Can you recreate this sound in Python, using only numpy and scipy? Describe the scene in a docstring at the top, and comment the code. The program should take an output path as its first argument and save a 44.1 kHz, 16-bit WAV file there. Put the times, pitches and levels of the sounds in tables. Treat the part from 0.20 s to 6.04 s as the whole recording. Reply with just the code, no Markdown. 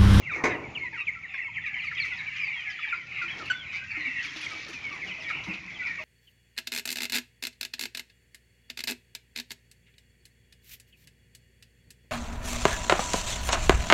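"""Thousands of young chickens peep in a long farm shed, heard by a phone held over the flock.
From the start, near birds stand out as falling whistles and low clucks over the blur of the crowd,
while feet scuff the litter and the shed rumbles. A quarter second in, something clatters with a thud.
Around three seconds come a few long, arching calls. From then on the scratching gets busier,
and beaks and feet knock on hollow plastic feeders, which ring briefly."""
import sys
import numpy as np
from scipy import signal
from scipy.fft import rfft, irfft, next_fast_len
from scipy.io import wavfile
from scipy.ndimage import uniform_filter1d

SR = 44100
rng = np.random.default_rng(int(sys.argv[2]) if len(sys.argv) > 2 else 0)


def transcribe(signal):
    """Save signal, clipped to [-1, 1], as a 16-bit WAV file at the path in sys.argv[1]."""
    frames = np.atleast_2d(signal).T
    limited = np.clip(frames, -1, 1)
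    pcm = np.round(limited * 32767).astype(np.int16)
    wavfile.write(sys.argv[1], SR, pcm)


N = 257544

# Peeps of near birds, and the high overtones of a few: start_s, length_s, start_hz, end_hz, level_db
PEEPS_AND_OVERTONES = [(0.053, 0.055, 2370, 1692, -31), (0.092, 0.047, 2500, 2160, -31),
                       (0.103, 0.031, 3760, 3570, -47.5), (0.128, 0.04, 2447, 2040, -26),
                       (0.154, 0.084, 1950, 1810, -39.5), (.24, 0.029, 2252, 2200, -41),
                       (0.293, 0.065, 2200, 1865, -28.5), (0.303, 0.034, 2600, 2440, -49),
                       (0.427, 0.06, 2360, 2020, -39), (0.549, .029, 3050, 2453, -29.5),
                       (0.571, .016, 2400, 2105, -28), (0.578, 0.032, 4360, 4160, -54),
                       (0.593, 0.072, 2200, 2094, -31.5), (0.639, 0.05, 2088, 1890, -30),
                       (0.726, 0.047, 2390, 1760, -35), (0.74, 0.019, 3560, 2300, -53),
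                       (0.788, 0.055, 2610, 2464, -31), (0.796, 0.045, 3820, 3700, -55),
                       (0.851, .016, 3450, 2550, -48.5), (0.875, .018, 3260, 2760, -49),
                       (0.868, 0.034, 2457, 1970, -20.5), (0.903, .027, 1950, 1940, -39),
                       (0.944, 0.015, 2010, 1920, -33.5), (0.936, .034, 2830, 2310, -46),
                       (1.024, 0.046, 2400, 1670, -35.5), (1.124, 0.031, 2470, 2370, -33),
                       (1.139, 0.012, 1810, 1540, -35), (1.14, .033, 3440, 3340, -47.5),
                       (1.176, 0.024, 2040, 1875, -30), (1.173, .07, 2400, 1780, -30.5),
                       (1.234, 0.058, 2340, 2070, -34.5), (1.33, 0.034, 3400, 3010, -52.5),
                       (1.344, 0.015, 2980, 2650, -47.5), (1.358, 0.034, 2457, 1695, -24),
                       (1.366, 0.068, 2410, 1940, -46), (1.432, 0.027, 2100, 1650, -35),
                       (1.445, 0.059, 2600, 1884, -30), (1.462, 0.016, 3770, 3630, -47),
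                       (1.533, 0.028, 2500, 1863, -28.5), (1.587, 0.028, 2760, 2590, -34.5),
                       (1.597, 0.016, 2430, 2270, -31.5), (1.6, 0.039, 4350, 3960, -51),
                       (1.612, 0.04, 2050, 2020, -33.5), (1.619, 0.056, 3083, 2228, -36.5),
                       (1.648, .04, 4700, 4370, -50), (1.667, 0.03, 2300, 2085, -26.5),
                       (1.709, 0.014, 1870, 1660, -28), (1.723, 0.019, 2050, 1940, -34),
                       (1.731, 0.091, 2300, 1710, -34.5), (1.747, 0.038, 3250, 3060, -41),
                       (1.767, 0.05, 2500, 2133, -29.5), (1.774, 0.031, 3600, 2990, -39),
                       (1.776, 0.023, 2970, 2575, -29), (1.797, 0.011, 2420, 2150, -23.5),
                       (1.797, 0.043, 4510, 4070, -34), (1.807, 0.035, 4450, 3500, -43),
                       (1.81, .059, 2360, 1837, -29), (1.834, 0.062, 2400, 2136, -32.5),
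                       (1.863, 0.069, 2590, 2390, -41), (1.904, 0.044, 2150, 1904, -30.5),
                       (1.929, 0.024, 3450, 3190, -43), (1.963, 0.031, 5400, 4370, -51),
                       (1.994, 0.031, 2300, 1990, -31.5), (1.972, 0.046, 4120, 3610, -43.5),
                       (2.06, 0.045, 2400, 2152, -30.5), (2.064, 0.019, 2690, 2420, -40),
                       (2.135, 0.058, 2530, 2310, -34), (2.184, 0.076, 2500, 2227, -27),
                       (2.226, 0.033, 2190, 2220, -28.5), (2.198, 0.1, 5130, 4360, -48.5),
                       (2.264, 0.058, 2280, 1830, -35), (2.269, 0.069, 2560, 1994, -28.5),
                       (2.308, .097, 2450, 1935, -34.5), (2.333, .125, 3444, 2820, -41),
                       (2.454, 0.073, 1720, 1666, -38.5), (2.455, .061, 2300, 1870, -32.5),
                       (2.488, .055, 5500, 4080, -49), (2.62, 0.037, 2540, 2220, -32.5),
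                       (2.628, 0.028, 2260, 1710, -31), (2.641, 0.017, 1830, 1480, -35.5),
                       (2.683, 0.018, 3770, 3420, -47), (2.707, 0.046, 2664, 1930, -28),
                       (2.719, 0.13, 2690, 1787, -37.5), (2.746, 0.018, 2100, 1770, -33.5),
                       (2.91, 0.02, 2330, 2000, -31.5), (2.945, 0.12, 2313, 1886, -35),
                       (2.976, 0.08, 2900, 2200, -37.5), (3.058, .09, 2120, 1950, -49),
                       (3.078, .025, 2950, 3030, -39), (3.099, 0.016, 2470, 2000, -31.5),
                       (3.319, 0.04, 2260, 1980, -38.5), (3.443, 0.04, 2600, 2084, -41),
                       (3.509, 0.17, 2430, 2630, -48), (3.515, .096, 2100, 2566, -37.5),
                       (3.7, 0.038, 2300, 2310, -37.5), (3.738, .084, 2190, 2018, -32),
                       (3.698, 0.033, 4520, 4480, -51), (3.768, 0.12, 4320, 3700, -50.5),
                       (3.845, 0.048, 2320, 2210, -29), (3.867, 0.041, 2730, 2600, -32.5),
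                       (3.873, 0.028, 2160, 1965, -29), (3.88, 0.013, 2500, 2170, -38),
                       (3.902, 0.028, 2070, 1994, -32), (3.93, 0.073, 2250, 2106, -35),
                       (3.982, 0.043, 2600, 2710, -33.5), (4.041, 0.024, 2353, 2176, -31),
                       (4.068, 0.04, 3380, 3080, -41.5), (4.156, .031, 3350, 3520, -39),
                       (4.196, 0.087, 3460, 3110, -45), (4.203, .055, 2584, 2365, -35.5),
                       (4.262, 0.016, 2210, 1990, -26.5), (4.533, 0.068, 2600, 2236, -35),
                       (4.627, 0.07, 2300, 2150, -31.5), (4.706, 0.028, 2700, 2470, -40),
                       (4.724, .063, 2230, 1955, -38), (4.808, 0.05, 2420, 1933, -33),
                       (4.814, 0.044, 2140, 1850, -37), (4.865, .049, 3000, 2620, -38),
                       (4.906, 0.018, 2460, 2110, -32), (4.911, 0.019, 2920, 2970, -37.5),
                       (5.001, .03, 2870, 2320, -37.5), (4.995, .03, 5730, 4700, -48),
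                       (5.032, 0.041, 3680, 2700, -42), (5.036, 0.1, 2420, 2030, -36),
                       (5.078, .022, 5160, 4300, -49), (5.086, 0.024, 1880, 1595, -32),
                       (5.097, 0.031, 2270, 2150, -29.5), (5.14, 0.021, 2610, 2230, -37),
                       (5.185, 0.017, 2150, 2060, -35), (5.269, 0.027, 2740, 2600, -51),
                       (5.282, 0.046, 2850, 2350, -41), (5.333, 0.022, 2450, 2310, -34),
                       (5.484, 0.042, 2480, 2050, -37), (5.542, 0.042, 3460, 2900, -43),
                       (5.585, 0.053, 2030, 1925, -33.5), (5.588, 0.054, 2350, 2180, -36),
                       (5.629, 0.049, 2540, 2110, -30.5), (5.657, 0.041, 2480, 2270, -31.5),
                       (5.666, 0.011, 1860, 1900, -30.5), (5.665, 0.017, 5500, 4680, -49),
                       (5.688, 0.041, 2360, 2223, -35.5), (5.766, 0.053, 2350, 1970, -37),
                       (5.774, .07, 2800, 2306, -39)]
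def peeps():
    """A chick's voice box makes an almost pure whistle that usually slides down."""
    rows = [(start_s, length_s, start_hz, start_hz + .47 * (end_hz - start_hz), end_hz, db, -40, -42)
            for start_s, length_s, start_hz, end_hz, db in PEEPS_AND_OVERTONES]
    return whistles(rows, loudest_at=.45, sharp=.82, flutter=.36, waver=.0074, swoop=.151, swoop_s=.00396)


# Long, high calls: start_s, length_s, top_hz, end_hz, level_db
ARCHING_CALLS = [(2.561, 0.16, 3366, 2700, -45.5), (3.092, 0.062, 3300, 2930, -40),
                 (3.322, 0.14, 3400, 2480, -42)]
def arching_calls():
    """A longer whistle rises a little, holds its top and then drops."""
    rows = [(start_s, length_s, .97 * top_hz, top_hz, end_hz, db, -40, -42)
            for start_s, length_s, top_hz, end_hz, db in ARCHING_CALLS]
    return whistles(rows, loudest_at=.45, sharp=.6, flutter=.31, waver=.01)


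# Clucks of near birds: start_s, length_s, start_hz, end_hz, level_db, second_db (the tone an octave up)
NEAR_CLUCKS = [(0.094, 0.04, 1610, 1060, -36.5, -44), (0.63, 0.048, 974, 1006, -45.5, -26),
               (0.722, 0.034, 1770, 1560, -46, -28), (.725, 0.026, 846, 964, -47.5, 4),
               (0.759, 0.029, 1584, 1200, -41.5, -10), (0.799, 0.036, 1284, 1093, -49.5, -4),
               (1.28, 0.02, 1050, 900, -47, -25), (0.955, 0.039, 1373, 1297, -46.5, -29),
               (1.134, 0.042, 1120, 1042, -51, 15), (1.458, 0.027, 1253, 1204, -52, 17.5),
               (1.56, 0.025, 999, 970, -53.5, 22), (1.639, 0.019, 1315, 1180, -46, 11),
               (1.712, 0.022, 1460, 1260, -41, -14), (1.914, 0.033, 1480, 1390, -42.5, -30),
               (2.359, 0.025, 1035, 910, -53, -20), (2.586, 0.017, 1500, 1164, -37.5, -14),
               (2.668, .026, 925, 800, -49.5, 8.5), (2.726, 0.02, 1388, 1406, -25.5, -38),
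               (3.015, 0.03, 1441, 1380, -28.5, -23), (3.198, 0.037, 1423, 1204, -38, -32),
               (3.3, 0.021, 1503, 1467, -20, -10), (3.568, 0.1, 1612, 1578, -50, -40),
               (3.614, .039, 1450, 1625, -43, -35), (3.746, 0.022, 1495, 1295, -45, -47),
               (4.304, 0.041, 1327, 1230, -41.5, -44), (4.712, 0.036, 1174, 1122, -39, 0),
               (5.1, 0.021, 1343, 1225, -34.5, -46), (5.105, 0.034, 1554, 1285, -41.5, -48),
               (5.268, 0.018, 980, 840, -44, -34), (5.612, 0.044, 1500, 1416, -40.5, -37),
               (5.786, 0.019, 1134, 1070, -39, -11), (5.798, 0.03, 1100, 823, -55, 1)]
def clucks():
    """A cluck is a lower call; stronger overtones make it throaty."""
    rows = [(start_s, length_s, start_hz, (start_hz + end_hz) / 2, end_hz, db, second, second / 2 - 19)
            for start_s, length_s, start_hz, end_hz, db, second in NEAR_CLUCKS]
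    return whistles(rows, loudest_at=.35, sharp=.34, flutter=.24, waver=.0092, swoop=.17, swoop_s=.0017)


def whistles(rows, loudest_at, sharp, flutter, waver, swoop=0, swoop_s=1):
    """Each row is one gliding tone from a bird's voice box, with overtones set relative to it."""
    out = np.zeros(N + SR)
    wobbles = rng.standard_normal((len(rows), 2, 32))
    for (start_s, length_s, start_hz, mid_hz, end_hz, db, second_db, third_db), wobble in zip(rows, wobbles):
        u = np.linspace(0, 1, max(int(length_s * SR), 16))  # 0 to 1 through the call
        # every 4 ms, unsteady breath shakes the loudness and unsteady tension shakes the pitch
        breath, tension = (np.interp(u * length_s / .004, np.arange(32), w) for w in wobble)
        # a smooth curve through the three pitches, with a quick slide into it from above
        hz = start_hz * (1 - u) * (1 - 2 * u) + 4 * mid_hz * u * (1 - u) + end_hz * u * (2 * u - 1)
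        hz *= 1 + swoop * np.exp(-u * length_s / swoop_s)
        phase = 2 * np.pi * np.cumsum(hz * (1 + waver * tension)) / SR
        swell = np.sin(np.pi / 2 * np.minimum(u / loudest_at, (1 - u) / (1 - loudest_at))) ** sharp
        tone = np.sin(phase) + amp(second_db) * np.sin(2 * phase)
        rich = amp(min(second_db, 0) / 2)  # a strong second harmonic brings more fourth and fifth
        tone += amp(third_db) * (np.sin(3 * phase) + rich * (np.sin(4 * phase) + np.sin(5 * phase)))
        add_at(out, start_s, amp(db) * swell * (1 + flutter * breath) * tone)
    return out[:N]


# Loudness of the far flock: time_s, level_db
CROWD_LEVELS = [(0.0, -43), (0.16, -41.5), (0.23, -51), (0.24, -52), (0.32, -29), (0.39, -55), (0.67, -44),
                (0.7, -53.5), (0.81, -35.5), (0.86, -57), (0.88, -45), (1.02, -46.5), (1.2, -39),
                (1.32, -48.5), (1.36, -39), (2.15, -38.5), (2.21, -35.5), (2.42, -39.5), (2.76, -35.5),
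                (2.86, -48), (2.99, -32), (3.2, -43.5), (3.32, -38), (3.38, -48.5), (3.56, -34.5),
                (3.69, -42.5), (3.71, -33), (4.0, -36.5), (4.11, -41), (5.07, -42), (5.11, -34.5),
                (5.25, -42.5), (5.32, -34), (5.41, -45), (5.68, -38), (5.84, -43.5)]
def crowd():
    """Far peeps, with fainter shrill calls and clucks, blur together in the shed's echo."""
    middle = chorus(2280, spread=.12, scatter_db=5, second_db=-29, count=900)
    shrill = chorus(3200, spread=.18, scatter_db=4, second_db=-32, count=350)
    low = chorus(1250, spread=.22, scatter_db=1, second_db=-12.5, count=350)
    flock = middle + amp(-20) * (shrill + low)
    level_db, = curves(CROWD_LEVELS)
    return amp(level_db) * unit(flock + amp(-1) * shed_echo(flock))


def chorus(pitch_hz, spread, scatter_db, second_db, count):
    """Many birds call at random times around one pitch, mostly sliding down."""
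    start_s = rng.uniform(size=count) * N / SR
    pitch, length, slope, bend, loudness = rng.standard_normal((count, 5)).clip(-2.2, 2.2).T
    hz = pitch_hz * np.exp(spread * pitch)
    length_s = .035 * np.exp(.35 * length)
    fall = length_s * (1.6 + .9 * slope)
    rows = np.transpose([start_s, length_s, hz * (1 + fall), hz * (1 + .013 * bend), hz * (1 - fall),
                         scatter_db * loudness, np.full(count, second_db), np.full(count, -36)])
    calls = whistles(rows, loudest_at=.4, sharp=1.22, flutter=.7, waver=.014, swoop=.054, swoop_s=.0031)
    return unit(calls)


# The clatter's thud, then knocks on feeders (the emptier the lower): start_s, level_db, pitch_hz
HOLLOW_KNOCKS = [(.237, -24.5, 432.7), (3.037, -47, 335), (3.13, -47, 195), (3.772, -37.5, 302),
                 (3.869, -42, 260), (4.056, -47.5, 290), (4.159, -37.5, 309), (4.331, -47, 321),
                 (4.49, -50, 334), (4.529, -48.5, 260), (4.854, -38, 187.5), (4.984, -44, 642),
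                 (5.271, -37.5, 318), (5.284, -32.5, 190.5), (5.457, -47, 184), (5.713, -47.5, 186),
                 (5.796, -43, 626)]
def hollow_knocks():
    """Each knock is a low ring and a short tick; in a feeder, the air rings and the wall ticks."""
    ring_s, tick_s = .25, .16  # time to fade by 60 dB
    out, t = np.zeros(N + SR), np.arange(SR // 2) / SR
    for start_s, db, hz in HOLLOW_KNOCKS:
        # the ring is uneven, as when loose feed lies on a feeder's wall
        uneven = 1 + .45 * np.interp(t * 60, np.arange(32), rng.standard_normal(32))
        rise = 1 - np.exp(-t / .0015)
        ring = rise * amp(-60 * t / ring_s) * uneven * np.sin(2 * np.pi * hz * t)
        tick = amp(-60 * t / tick_s) * uniform_filter1d(rng.standard_normal(len(t)), size=12)
        add_at(out, start_s, amp(db) * (ring + tick))
    return out[:N]


# Hits of the clatter: start_s, level_db, length_s, treble_db (both levels compare hit with hit)
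CLATTER_HITS = [(0.116, -41.5, 0.087, -8), (0.158, -38.5, 0.033, -1), (0.239, -18.5, 0.033, 12)]
# Tone of the clatter's body: frequency_hz, level_db
CLANG_TONE = [(59, -36.5), (100, -36.5), (302, 4.5), (623, -6.5), (1310, -3), (1570, -10), (2100, 4),
              (2610, -13.5), (3300, -27.5), (3890, -19), (4580, -26), (6230, -18.5), (7600, -31.5),
              (9880, -49.5), (16700, -120)]
# Tone of the crisp top, also used for scratches and scuffs: frequency_hz, level_db
CRISP_TONE = [(6000, -20), (8000, 1), (10000, 2), (12000, -6.5), (13600, -6.5)]
def clatter():
    """Rattling contacts make sudden bursts of noise that stop short."""
    body_gain, top_gain = np.zeros((2, N + SR))
    t = np.arange(SR // 4) / SR
    for start_s, db, length_s, treble_db in CLATTER_HITS:
        snap = (1 - np.exp(-t / .00074)) * (1 + .5 * np.exp(-t / .005))
        burst = amp(db - 2.5) * snap / (1 + (t / length_s) ** 4)
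        add_at(body_gain, start_s, burst)
        add_at(top_gain, start_s, amp(treble_db - 40.5) * burst)
    body = noise(CLANG_TONE, patchy_db=1.5, grain_db=1.2)
    top = noise(CRISP_TONE, patchy_db=2.5, grain_db=1.5)
    return body_gain[:N] * body + top_gain[:N] * top


# Single scratches: start_s, top_db, body_db
CLAW_SCRATCHES = [(.13, -71.5, -49), (.634, -66.5, -68), (0.876, -63, -66), (1.171, -69.5, -55.5),
                  (1.642, -60.5, -57), (1.846, -51, -41), (1.971, -67.5, -61.5), (2.159, -66.5, -44),
                  (2.501, -68, -45.5), (3.018, -66, -42.5), (3.18, -61.5, -40.5), (3.253, -55, -44),
                  (3.308, -61, -48), (3.525, -72.5, -42), (3.55, -60.5, -44), (3.635, -74, -51),
                  (4.025, -63.5, -36), (4.044, -51, -43.5), (4.129, -61.5, -46), (4.162, -53, -38.5),
                  (4.208, -49.5, -42), (4.237, -52.5, -44), (4.302, -55.5, -44.5), (4.481, -50.5, -41),
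                  (4.53, -58.5, -39.5), (4.741, -60.5, -49), (4.87, -67.5, -41.5), (5.019, -61, -44),
                  (5.088, -54, -41), (5.235, -58, -40.5), (5.334, -64, -42), (5.498, -74, -46),
                  (5.668, -66, -43.5), (5.81, -70, -52)]
# Tone of rubbed litter, also used for scuffs: frequency_hz, level_db
LITTER_TONE = [(300, -36), (700, -16), (1300, 11), (3000, 13.5), (4500, 8.5), (6000, 5.5), (7400, -6.5),
               (9000, -37.5)]
def scratches():
    """A claw or feather scrapes out a quick burst of bright grains over a broader hiss."""
    rise_s, fade_s = .003, .027
    top_gain, body_gain = np.zeros((2, N + SR))
    t = np.arange(SR // 8) / SR
    burst = (1 - np.exp(-t / rise_s)) * np.exp(-t / fade_s)
    for start_s, top_db, body_db in CLAW_SCRATCHES:
        add_at(top_gain, start_s, amp(top_db) * burst)
        add_at(body_gain, start_s, amp(body_db) * burst)
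    top = noise(CRISP_TONE, patchy_db=5.5, grain_db=2)
    body = noise(LITTER_TONE, patchy_db=2.5, grain_db=0)
    return top_gain[:N] * top + body_gain[:N] * body


# Loudness of the scuffing: time_s, level_db
SCUFF_LEVELS = [(0.0, -55), (0.18, -69), (0.52, -60.5), (1.02, -64.5), (1.19, -77), (1.38, -69),
                (1.84, -52), (2.1, -54), (2.29, -56), (2.62, -56.5), (2.75, -57.5), (2.98, -56),
                (3.19, -49.5), (3.37, -55), (3.55, -60.5), (4.23, -44), (4.39, -44.5), (4.55, -50),
                (4.78, -51), (5.19, -54), (5.35, -55.5), (5.84, -51.5)]
def scuffing():
    """Feet and wings stir the litter on the floor into a grainy hiss with a crisp top."""
    level_db, = curves(SCUFF_LEVELS)
    hiss = noise(LITTER_TONE, patchy_db=1.5, grain_db=2.5)
    top = noise(CRISP_TONE, patchy_db=4, grain_db=-.5)
    return amp(level_db) * (hiss + amp(-20.5) * top)


# Loudness of the low sounds: time_s, rumble_db, shuffle_db
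LOW_LEVELS = [(0.0, -56, -42.5), (0.05, -49, -61.5), (0.18, -50.5, -44), (0.32, -41.5, -45),
              (0.36, -54, -42.5), (0.41, -48, -48.5), (0.73, -55.5, -62.5), (0.83, -65, -67),
              (0.88, -55, -65), (1.25, -64.5, -65), (1.32, -54.5, -65), (1.61, -55.5, -65.5),
              (1.87, -52, -62), (2.65, -64, -67.5), (3.03, -53.5, -62), (3.19, -53.5, -51),
              (3.5, -53.5, -62), (3.67, -53.5, -65.5), (4.23, -59, -59), (4.26, -54.5, -52.5),
              (5.07, -57, -54), (5.17, -52, -51), (5.5, -57, -59.5), (5.84, -57.5, -58)]
# Tone of the shuffling and of the rumble: frequency_hz, level_db
SHUFFLE_TONE = [(150, -10.5), (300, 7.5), (500, 0), (800, 1.5), (1300, -0.5), (2000, -30.5)]
RUMBLE_TONE = [(12, -48), (20, -23), (70, -0.5), (91, -0.5), (150, 1.5), (184, -5.5), (242, -8.5),
               (400, -38), (520, -48), (880, -120)]
def shuffle_and_rumble():
    """Dull shuffling and the shed's deep rumble swell and fade in the bass."""
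    rumble_db, shuffle_db = curves(LOW_LEVELS)
    shuffle = amp(shuffle_db) * noise(SHUFFLE_TONE, patchy_db=3.5, grain_db=-1)
    rumble = amp(rumble_db) * noise(RUMBLE_TONE, patchy_db=0, grain_db=1.1)
    return shuffle + rumble


# Tone of the microphone's hiss: frequency_hz, level_db
MIC_HISS_TONE = [(1650, -23), (2800, 4.5), (3800, -17), (4860, -23.5), (6930, -2.5), (7600, -23.5),
                 (9880, -35), (13000, -41), (16700, -120)]
def mic_hiss():
    """A faint, steady microphone hiss."""
    return amp(-67) * noise(MIC_HISS_TONE, patchy_db=-3.5, grain_db=-.5)


# Bounces off floor, feeders and roof: delay_s, level_db
FIRST_ECHOES = [(.0031, -17), (.0074, -12.5), (.0125, -14), (.019, -24), (0.028, -24.5)]
def with_first_echoes(x):
    """Nearby surfaces add late, quieter copies of the sound."""
    return x + sum(amp(db) * np.pad(x, (round(delay_s * SR), 0))[:N] for delay_s, db in FIRST_ECHOES)


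# How long the shed's echo takes to fade by 60 dB: frequency_hz, fade_s
ECHO_FADES = [(150, 1.1), (500, .85), (1500, .5), (2500, .5), (5000, .25), (10000, .12)]
def shed_echo(x):
    """Sound lingers in the shed, and the high notes die first."""
    hz, t, spectrum = signal.stft(rng.standard_normal(SR), SR, nperseg=256)
    fade = amp(-60 * t / along(ECHO_FADES, hz)[:, None])
    tail = signal.istft(spectrum * fade, SR, nperseg=256)[1]
    return signal.fftconvolve(np.pad(x, (500, 0)), tail / np.linalg.norm(tail))[:N]


def noise(tone, patchy_db, grain_db):
    """Noise of strength 1 with a given tone, tiny uneven grains and louder and softer patches."""
    white = rng.standard_normal(N)
    grains = rng.exponential(size=N // 64 + 1).clip(0, 4).repeat(64)[:N]
    spectrum = signal.stft(white * amp(grain_db * grains), nperseg=512)[2]
    patches = uniform_filter1d(rng.standard_normal(spectrum.shape), size=6, axis=0)  # smooth over pitch
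    patches = uniform_filter1d(patches, size=10, axis=1)  # and over time
    patchy = signal.istft(spectrum * amp(patchy_db * unit(patches)), nperseg=512)[1][:N]
    return unit(filtered(patchy, lambda hz: amp(along(tone, hz))))


def amp(db):
    """Turn decibels into a gain."""
    return 10 ** (np.asarray(db) / 20)


def unit(x):
    """Scale a sound to an average strength (rms) of 1."""
    return x / np.sqrt(np.mean(x ** 2) + 1e-20)


def add_at(track, start_s, sound):
    """Mix a sound into a track at its start time."""
    track[round(start_s * SR):][:len(sound)] += sound


def along(points, hz):
    """Read between (frequency_hz, value) points, with octaves evenly spaced."""
    point_hz, values = np.transpose(points)
    return np.interp(np.log(hz + 1), np.log(point_hz + 1), values)


def curves(rows):
    """Turn each column after the time into one value per sample."""
    time_s, *columns = np.transpose(rows)
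    return [np.interp(np.arange(N) / SR, time_s, column) for column in columns]


def filtered(x, gain_at):
    """Turn each frequency up or down by gain_at(hz)."""
    size = next_fast_len(N + 8192)
    return irfft(rfft(x, size) * gain_at(np.fft.rfftfreq(size, 1 / SR)), size)[:N]


def scene():
    """Near sounds get a little of the shed's echo, the clatter more and the far crowd most."""
    near = with_first_echoes(peeps() + arching_calls() + clucks()) + hollow_knocks()
    near += amp(-15) * shed_echo(near)
    hits = clatter()
    background = crowd() + mic_hiss()
    hits += amp(-9) * shed_echo(hits)
    floor = scuffing() + shuffle_and_rumble() + scratches()
    return (near + hits + background + floor)[None]


def record(dry):
    """The phone rounds off the loudest peaks, dulls the treble and cuts the very top."""
    ceiling, dull_hz, top_hz = .24, 7700, 13600
    rounded = dry[0] / (1 + np.abs(dry[0] / ceiling) ** 4) ** .25
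    dull = lambda hz: amp(-12 / (1 + (dull_hz / (hz + 1)) ** 30)) * (hz < top_hz)
    return filtered(rounded, dull)[None]


dry = scene()
out = record(dry)
transcribe(out)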